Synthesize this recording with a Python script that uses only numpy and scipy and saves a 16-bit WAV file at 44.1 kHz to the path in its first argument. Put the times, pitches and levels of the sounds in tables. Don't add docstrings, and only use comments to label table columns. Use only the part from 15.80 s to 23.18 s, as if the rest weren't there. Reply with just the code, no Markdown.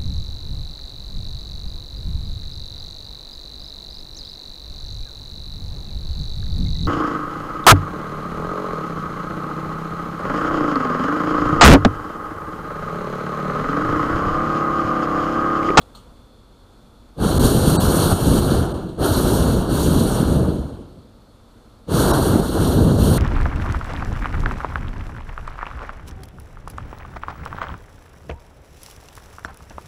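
import sys
import numpy as np
from scipy import signal
from scipy.fft import rfft, irfft, next_fast_len
from scipy.io import wavfile
from scipy.ndimage import uniform_filter1d

SR = 44100
rng = np.random.default_rng(int(sys.argv[2]) if len(sys.argv) > 2 else 0)


def persist_wave(psi):
    counts = np.round(np.clip(psi, -1, 1) * 32767).astype(np.int16)
    wavfile.write(sys.argv[1], SR, np.atleast_2d(counts).T)


def linear_from_db(decibels):
    return 10 ** (np.asarray(decibels, float) / 20)


N = 325369

# pitch_hz, level_db (per Hz)
QUIET_COLOUR = [(41, -34), (92, 0.5), (161, -8.5), (231, -3), (397, -12), (500, -9.5), (700, -15.5),
                (1340, -16.5), (1800, -29.5), (5040, -35), (7500, -35.5), (9500, -35), (12500, -39.5),
                (15400, -46)]
# pitch_hz, level_db (per Hz)
WIND_COLOUR = [(15, -16), (30, -8), (45, 0), (58, -7), (75, -14), (110, -28)]
# time_s, wind_db, air_db
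STILL_LEVELS = [
    [(0.0, -51, -48), (0.28, -46, -49), (0.502, -50, -52), (0.702, -50.5, -52), (1.052, -52, -50.5),
     (1.178, -48, -51.5), (1.33, -49, -51)],
    [(5.45, -52, -52), (5.858, -51, -50), (6.04, -51, -52)],
]
# pitch_hz, width_hz, early_db, late_db
PILOT_WHISTLES = [(3470, 240, -67, -76), (4320, 500, -70, -72), (3700, 1600, -71, -69)]
# pitch_hz, level_db (per Hz)
SCUFF_COLOUR = [(800, -12), (1250, 6), (1700, -23), (2600, -7), (3300, -0.5), (4300, -6.5), (4900, -12),
                (6500, -12), (8600, -5), (11000, -22), (15000, -22)]
# start_s, level_db, rise_s, decay_s, strongest_hz
RUSTLE_EVENTS = [
    (0.012, -45.5, .001, .012, 3500),
    (.149, -40.5, 0.0014, 0.017, 4350),
    (.165, -51.5, .01, 0.045, 2900),
    (2.76, -50, .08, 0.34, 2400),
    (3.088, -43, .004, .01, 3000),
]
# open_s, let_go_s, flow_db, sag_db_per_s, dying_db_per_s
VALVE_PULLS = [
    (1.348, 1.704, -2.5, 5, 80),
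    (1.49, 2.743, 2.5, 5.5, 94),
    (3.151, 3.747, 1.5, 12.5, 80),
    (3.833, 4.53, -1.55, 7, 80),
    (6.054, 7.06, 1, 6.5, 68),
    (7.112, 7.6, -2, 0.5, 80),
]
OPENING_DB, OPENING_S = 66.5, 0.034
CLOSING_S, DYING_DB = 0.07, 129
# middle_s, length_s, rumble_db, body_db, jets_db
FLAME_SWELLS = [(1.445, 0.038, 0.5, 2.5, 2.5), (1.653, 0.058, 5, 2, 2.5), (1.78, 0.17, -1.5, -0.8, -2.5),
                (1.896, 0.041, 4, -1, 2.5), (2.23, 0.22, -0.5, 1.6, 3), (2.32, 0.021, 0.5, 5, 2.3),
                (2.722, 0.35, 1.5, 2.5, 3.1), (3.08, 0.22, -2.2, 3.5, 0), (3.252, 0.043, -2.5, 3.5, 3.5),
                (3.7, 0.41, 0, 1.1, 1.5), (3.946, 0.031, 4, -2, -0.5), (4.045, .06, 2.8, -3.5, 1),
                (4.206, .2, 1, -2, -0.6), (4.547, 0.066, 4, -1, 0.5), (4.616, 0.14, 3.5, -0.1, -1.5),
                (6.105, .05, -4.5, -1.5, 0.5), (6.18, 0.19, -1, 2.5, 1.5), (6.348, 0.17, -0.7, 6, 0),
                (6.405, 0.05, -2, -2.7, -3.5), (6.57, 0.19, 0.5, 2.5, -3.7), (6.699, 0.082, -0.5, -4, -2),
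                (6.768, 0.086, -1.5, 1.3, -3.5), (6.995, 0.068, 2.5, 1.5, -3.5),
                (7.126, 0.18, 3.5, 0, -0.5)]
# time_s, peak, pitch_hz
GAS_POPS = [(1.4615, -.55, 170), (1.784, .65, 130), (1.93, .55, 140), (2.3295, -.75, 100),
            (2.5885, .65, 125), (2.7245, .5, 230), (3.2155, .4, 260), (4.4055, .6, 170), (4.431, .85, 220),
            (6.145, .55, 170), (6.5365, -.65, 200), (6.559, -.95, 240), (6.599, .7, 190)]
# pitch_hz, level_db (per Hz)
RUMBLE_COLOUR = [(12, -38), (20, -14), (75, 1.5), (114, -2.5), (168, -0.5), (217, -5), (248, -3.5),
                 (338, -10.5), (500, -13.5), (650, -19.5), (1100, -120)]
# pitch_hz, level_db (per Hz)
BODY_COLOUR = [(250, -2), (350, 3.5), (500, -3.5), (700, -5.5), (1000, -9.5), (1500, -16), (2200, -26),
               (3000, -56.5)]
# pitch_hz, level_db (per Hz)
JET_COLOUR = [(1500, -55), (1900, -5.5), (3200, 2), (4500, -0.5), (5150, -5.5), (5600, -33)]
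# pitch_hz, level_db (per Hz)
SIZZLE_COLOUR = [(4700, -33), (5150, -3.5), (5600, -6), (7000, -9), (9000, -2), (12000, -9), (12800, -17),
                 (14200, -16), (15400, -22)]
# level_db, knee_db, share_above, share_below
RUMBLE_LAW, BODY_LAW = (-15.5, -8.5, 0.07, 0.63), (-22.5, -16.5, 0.21, .85)
JET_LAW, SIZZLE_LAW = (-32.5, -19.5, 0.94, 1.15), (-29.5, -9, 0.97, 1)
STARVED_DB, STARVED_SHARE = -35, 0.65
DEEPENING = 0.38
DULLING = 0.24
# pitch_hz, width_hz, level_db
HOUSING_MODES = [(1380, 500, 6), (1980, 550, -12), (2450, 350, -13), (4250, 900, 8), (6950, 500, 5),
                 (10500, 1200, -3), (11900, 600, 4), (14200, 1500, 4), (6300, 700, -3), (3700, 400, -2),
                 (5150, 800, -13), (7520, 700, -15)]
# start_s, depth_db
GAIN_DIPS = [
    (2.33, 4.5),
    (2.587, 5),
    (4.421, 3),
    (6.56, 2),
    (6.6, 5),
]
DIP_S, RECOVERY_DB_PER_S = 0.014, 29
# middle_s, length_s, depth_db
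TREBLE_LOSSES = [
    (1.589, .014, -24),
    (1.984, .045, -30),
    (2.934, .018, -15),
    (6.326, .022, -13),
]
# middle_s, length_s, pitch_hz, level_db
THIN_TONES = [(1.988, .04, 3924, -34), (1.984, .045, 4446, -33), (1.988, .04, 8026, -37),
              (1.988, .04, 8311, -36), (1.98, .04, 8451, -38), (1.978, .035, 8941, -38),
              (2.934, .035, 8634, -52), (1.995, .04, 1582, -34), (1.998, .035, 720, -26),
              (1.978, .04, 831, -32), (1.975, .04, 946, -33), (6.322, .03, 745, -23),
              (6.326, .035, 1040, -24), (6.32, .03, 1450, -28), (6.327, .035, 3929, -35),
              (6.325, .04, 5566, -38)]


def rms_one(x):
    return x / np.sqrt(np.mean(x ** 2) + 1e-20)


def drift(rate_hz):
    step = 20
    r = np.exp(-2 * np.pi * rate_hz * step / SR)
    noise = rng.standard_normal(N // step + 3002)
    slow = signal.lfilter([1], [1, -2 * r, r * r], noise)[3000:]
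    return np.interp(np.arange(N) / step, np.arange(len(slow)), rms_one(slow))


def resonance(x, hz, width_hz):
    r = np.exp(-np.pi * width_hz / SR)
    gain = (1 - r * r) / 2
    return signal.lfilter(gain * np.array([1, 0, -1]), [1, -2 * r * np.cos(2 * np.pi * hz / SR), r * r], x)


def housing(x):
    for hz, width_hz, db in HOUSING_MODES + HOUSING_MODES:
        x = x + (linear_from_db(db / 2) - 1) * resonance(x, hz, width_hz)
    return x


def turbulence(colour, shared, shared_db, own_db, own_rate):
    hz_points, db_points = np.transpose(colour)
    size = next_fast_len(N)
    white = rfft(rng.standard_normal(N), size)
    hz = np.linspace(1, SR / 2, len(white))
    shaped = white * linear_from_db(np.interp(np.log(hz), np.log(hz_points), db_points, left=-90, right=-90))
    out, octave = np.zeros(N), np.log2(hz)
    for centre in np.arange(np.log2(hz_points[0]), np.log2(hz_points[-1]) + .5, .5):
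        window = np.cos(np.pi * np.clip(octave - centre, -.5, .5)) ** 2
        band = irfft(shaped * window, size)[:N]
        out += band * linear_from_db(shared_db * shared + own_db * drift(own_rate))
    return out


def wind_and_air(t):
    s, wind_db, air_db = np.transpose(np.concatenate(STILL_LEVELS))
    wind = rms_one(turbulence(WIND_COLOUR, 0, 0, own_db=0, own_rate=6))
    wind /= np.sqrt(uniform_filter1d(wind ** 2, size=4000) + .2)
    air = rms_one(turbulence(QUIET_COLOUR, 0, 0, own_db=.5, own_rate=12))
    return linear_from_db(np.interp(t, s, wind_db)) * wind + linear_from_db(np.interp(t, s, air_db)) * air


def pilot_light(t):
    out = np.zeros(N)
    for hz, width_hz, early_db, late_db in PILOT_WHISTLES:
        breath = rng.standard_normal(N) * linear_from_db(drift(12))
        whistle = resonance(resonance(breath, hz, width_hz), hz, width_hz)
        out += linear_from_db(np.interp(t, [0, N / SR], [early_db, late_db])) * rms_one(whistle)
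    return out


def stillness():
    t = np.arange(N) / SR
    return wind_and_air(t) + pilot_light(t)


def rustles():
    t, out = np.arange(N) / SR, np.zeros(N)
    scuff = rms_one(housing(turbulence(SCUFF_COLOUR, 0, 0, own_db=1.5, own_rate=40)))
    for s, db, rise, decay, hz in RUSTLE_EVENTS:
        age = np.maximum(t - s, 0)
        shape = (1 - np.exp(-age / rise)) * np.exp(-age / decay)
        out += linear_from_db(db) * shape * (scuff + 0.91 * resonance(scuff, hz, width_hz=300))
    return out


def gas_flow():
    t, flow = np.arange(N) / SR, np.full(N, -150.)
    for opens, let_go, db, sag, dying in VALVE_PULLS:
        age = np.maximum(t - opens, 0)
        opening = OPENING_DB * np.exp(-age / OPENING_S)
        sagging = sag * np.minimum(age, let_go - opens)
        fall = dying * CLOSING_S * np.logaddexp(0, (t - let_go) / CLOSING_S)
        pull = db - opening - sagging - fall / (1 + fall / DYING_DB)
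        flow = np.where(t >= opens, np.maximum(flow, pull), flow)
    return flow


def follows(flow, law):
    db, knee_db, above, below = law
    return linear_from_db(db + above * np.maximum(flow, knee_db) + below * np.minimum(flow - knee_db, 0))


def flares():
    t, swell = np.arange(0, N, 20) / SR, 0
    for s, length, *db in FLAME_SWELLS:
        swell = swell + np.outer(db, np.exp(-(2 * (t - s) / length) ** 2))
    return [linear_from_db(np.interp(np.arange(N) / SR, t, row)) for row in swell]


def pops(roar):
    out = roar.copy()
    for s, peak, hz in GAS_POPS:
        turn = np.arange(-1, 1.5, hz / SR)
        swing = np.cos(2 * np.pi * turn) * np.exp(-np.abs(turn) / np.where(turn < 0, .4, .6))
        start = round((s - 1 / hz) * SR)
        span = slice(start, start + len(turn))
        out[span] += peak * swing - .7 * np.exp(-(turn / .4) ** 2) * roar[span]
    return out


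def flame_rumble(flow, alight, flare, flutter):
    noise = turbulence(RUMBLE_COLOUR, flutter, shared_db=-2.0, own_db=-0.73, own_rate=3.8)
    return pops(alight * flare * follows(flow, RUMBLE_LAW) * rms_one(noise))


def flame_body(flow, alight, flare, jet_gain, flutter):
    noise = turbulence(BODY_COLOUR, flutter, shared_db=0.44, own_db=1.26, own_rate=22)
    mid = rms_one(housing(noise))
    upper = signal.sosfiltfilt(signal.butter(2, 850, "high", fs=SR, output="sos"), mid)
    follow = follows(flow, BODY_LAW)
    drive = (jet_gain / follow / linear_from_db(-11.5)) ** 0.5
    return alight * flare * follow * (mid + (drive - 1) * upper)


def gas_jets(flow, jet_gain, gas):
    noise = turbulence(JET_COLOUR, gas, shared_db=0.07, own_db=1.36, own_rate=23)
    high = jet_gain * rms_one(housing(noise))
    edge = signal.sosfiltfilt(signal.butter(2, 3100, "low", fs=SR, output="sos"), high)
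    return high + (linear_from_db(-DEEPENING * (np.maximum(flow, -40) - 1.0)) - 1) * edge


def gas_sizzle(flow, flare, gas):
    noise = turbulence(SIZZLE_COLOUR, gas, shared_db=0.85, own_db=0.9, own_rate=11)
    top = flare * follows(flow, SIZZLE_LAW) * rms_one(housing(noise))
    airy = signal.sosfiltfilt(signal.butter(2, 10000, "high", fs=SR, output="sos"), top)
    return top + (linear_from_db(DULLING * (flow + 3.0)) - 1) * airy


def burner():
    flow = gas_flow()
    low_flare, mid_flare, jet_flare = flares()
    alight = linear_from_db(STARVED_SHARE * np.minimum(flow - STARVED_DB, 0))
    jet_gain = jet_flare * follows(flow, JET_LAW)
    flutter = rms_one(drift(3.9) + drift(40))
    gas = drift(29)
    roar = flame_rumble(flow, alight, low_flare, flutter)
    roar += flame_body(flow, alight, mid_flare, jet_gain, flutter)
    return roar + gas_jets(flow, jet_gain, gas) + gas_sizzle(flow, jet_flare, gas)


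def scene():
    return (stillness() + rustles() + burner())[None]


def gain_control(x):
    t, dip_db = np.arange(N) / SR, np.zeros(N)
    for s, depth_db in GAIN_DIPS:
        falling = depth_db * (t - s) / DIP_S
        climbing = depth_db - RECOVERY_DB_PER_S * (t - s)
        dip_db += np.clip(np.minimum(falling, climbing), 0, None)
    return x * linear_from_db(-dip_db)


def treble_losses(x):
    treble = signal.sosfiltfilt(signal.butter(6, 1750, "high", fs=SR, output="sos"), x)
    t, out = np.arange(N) / SR, x.copy()
    for s, length, depth_db in TREBLE_LOSSES:
        fade = np.clip(1.6 - 3.2 * np.abs(t - s) / length, 0, 1)
        out -= (1 - linear_from_db(depth_db)) * np.sin(np.pi / 2 * fade) * treble
    for s, length, hz, db in THIN_TONES:
        window = np.cos(np.pi * np.clip((t - s) / length, -.5, .5))
        out += linear_from_db(db) * window * np.sin(2 * np.pi * (hz * t + rng.random()))
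    return out


def band_limit(x):
    return signal.sosfilt(signal.butter(12, 15910, fs=SR, output="sos"), x)


def record(dry):
    x = treble_losses(gain_control(dry[0]))
    x = 2.5 * np.tanh(x / 2.5)
    x = signal.sosfilt(signal.ellip(12, .3, 70, 15270, fs=SR, output="sos"), x)
    return band_limit(x[None])


dry = scene()
out = record(dry)
persist_wave(out)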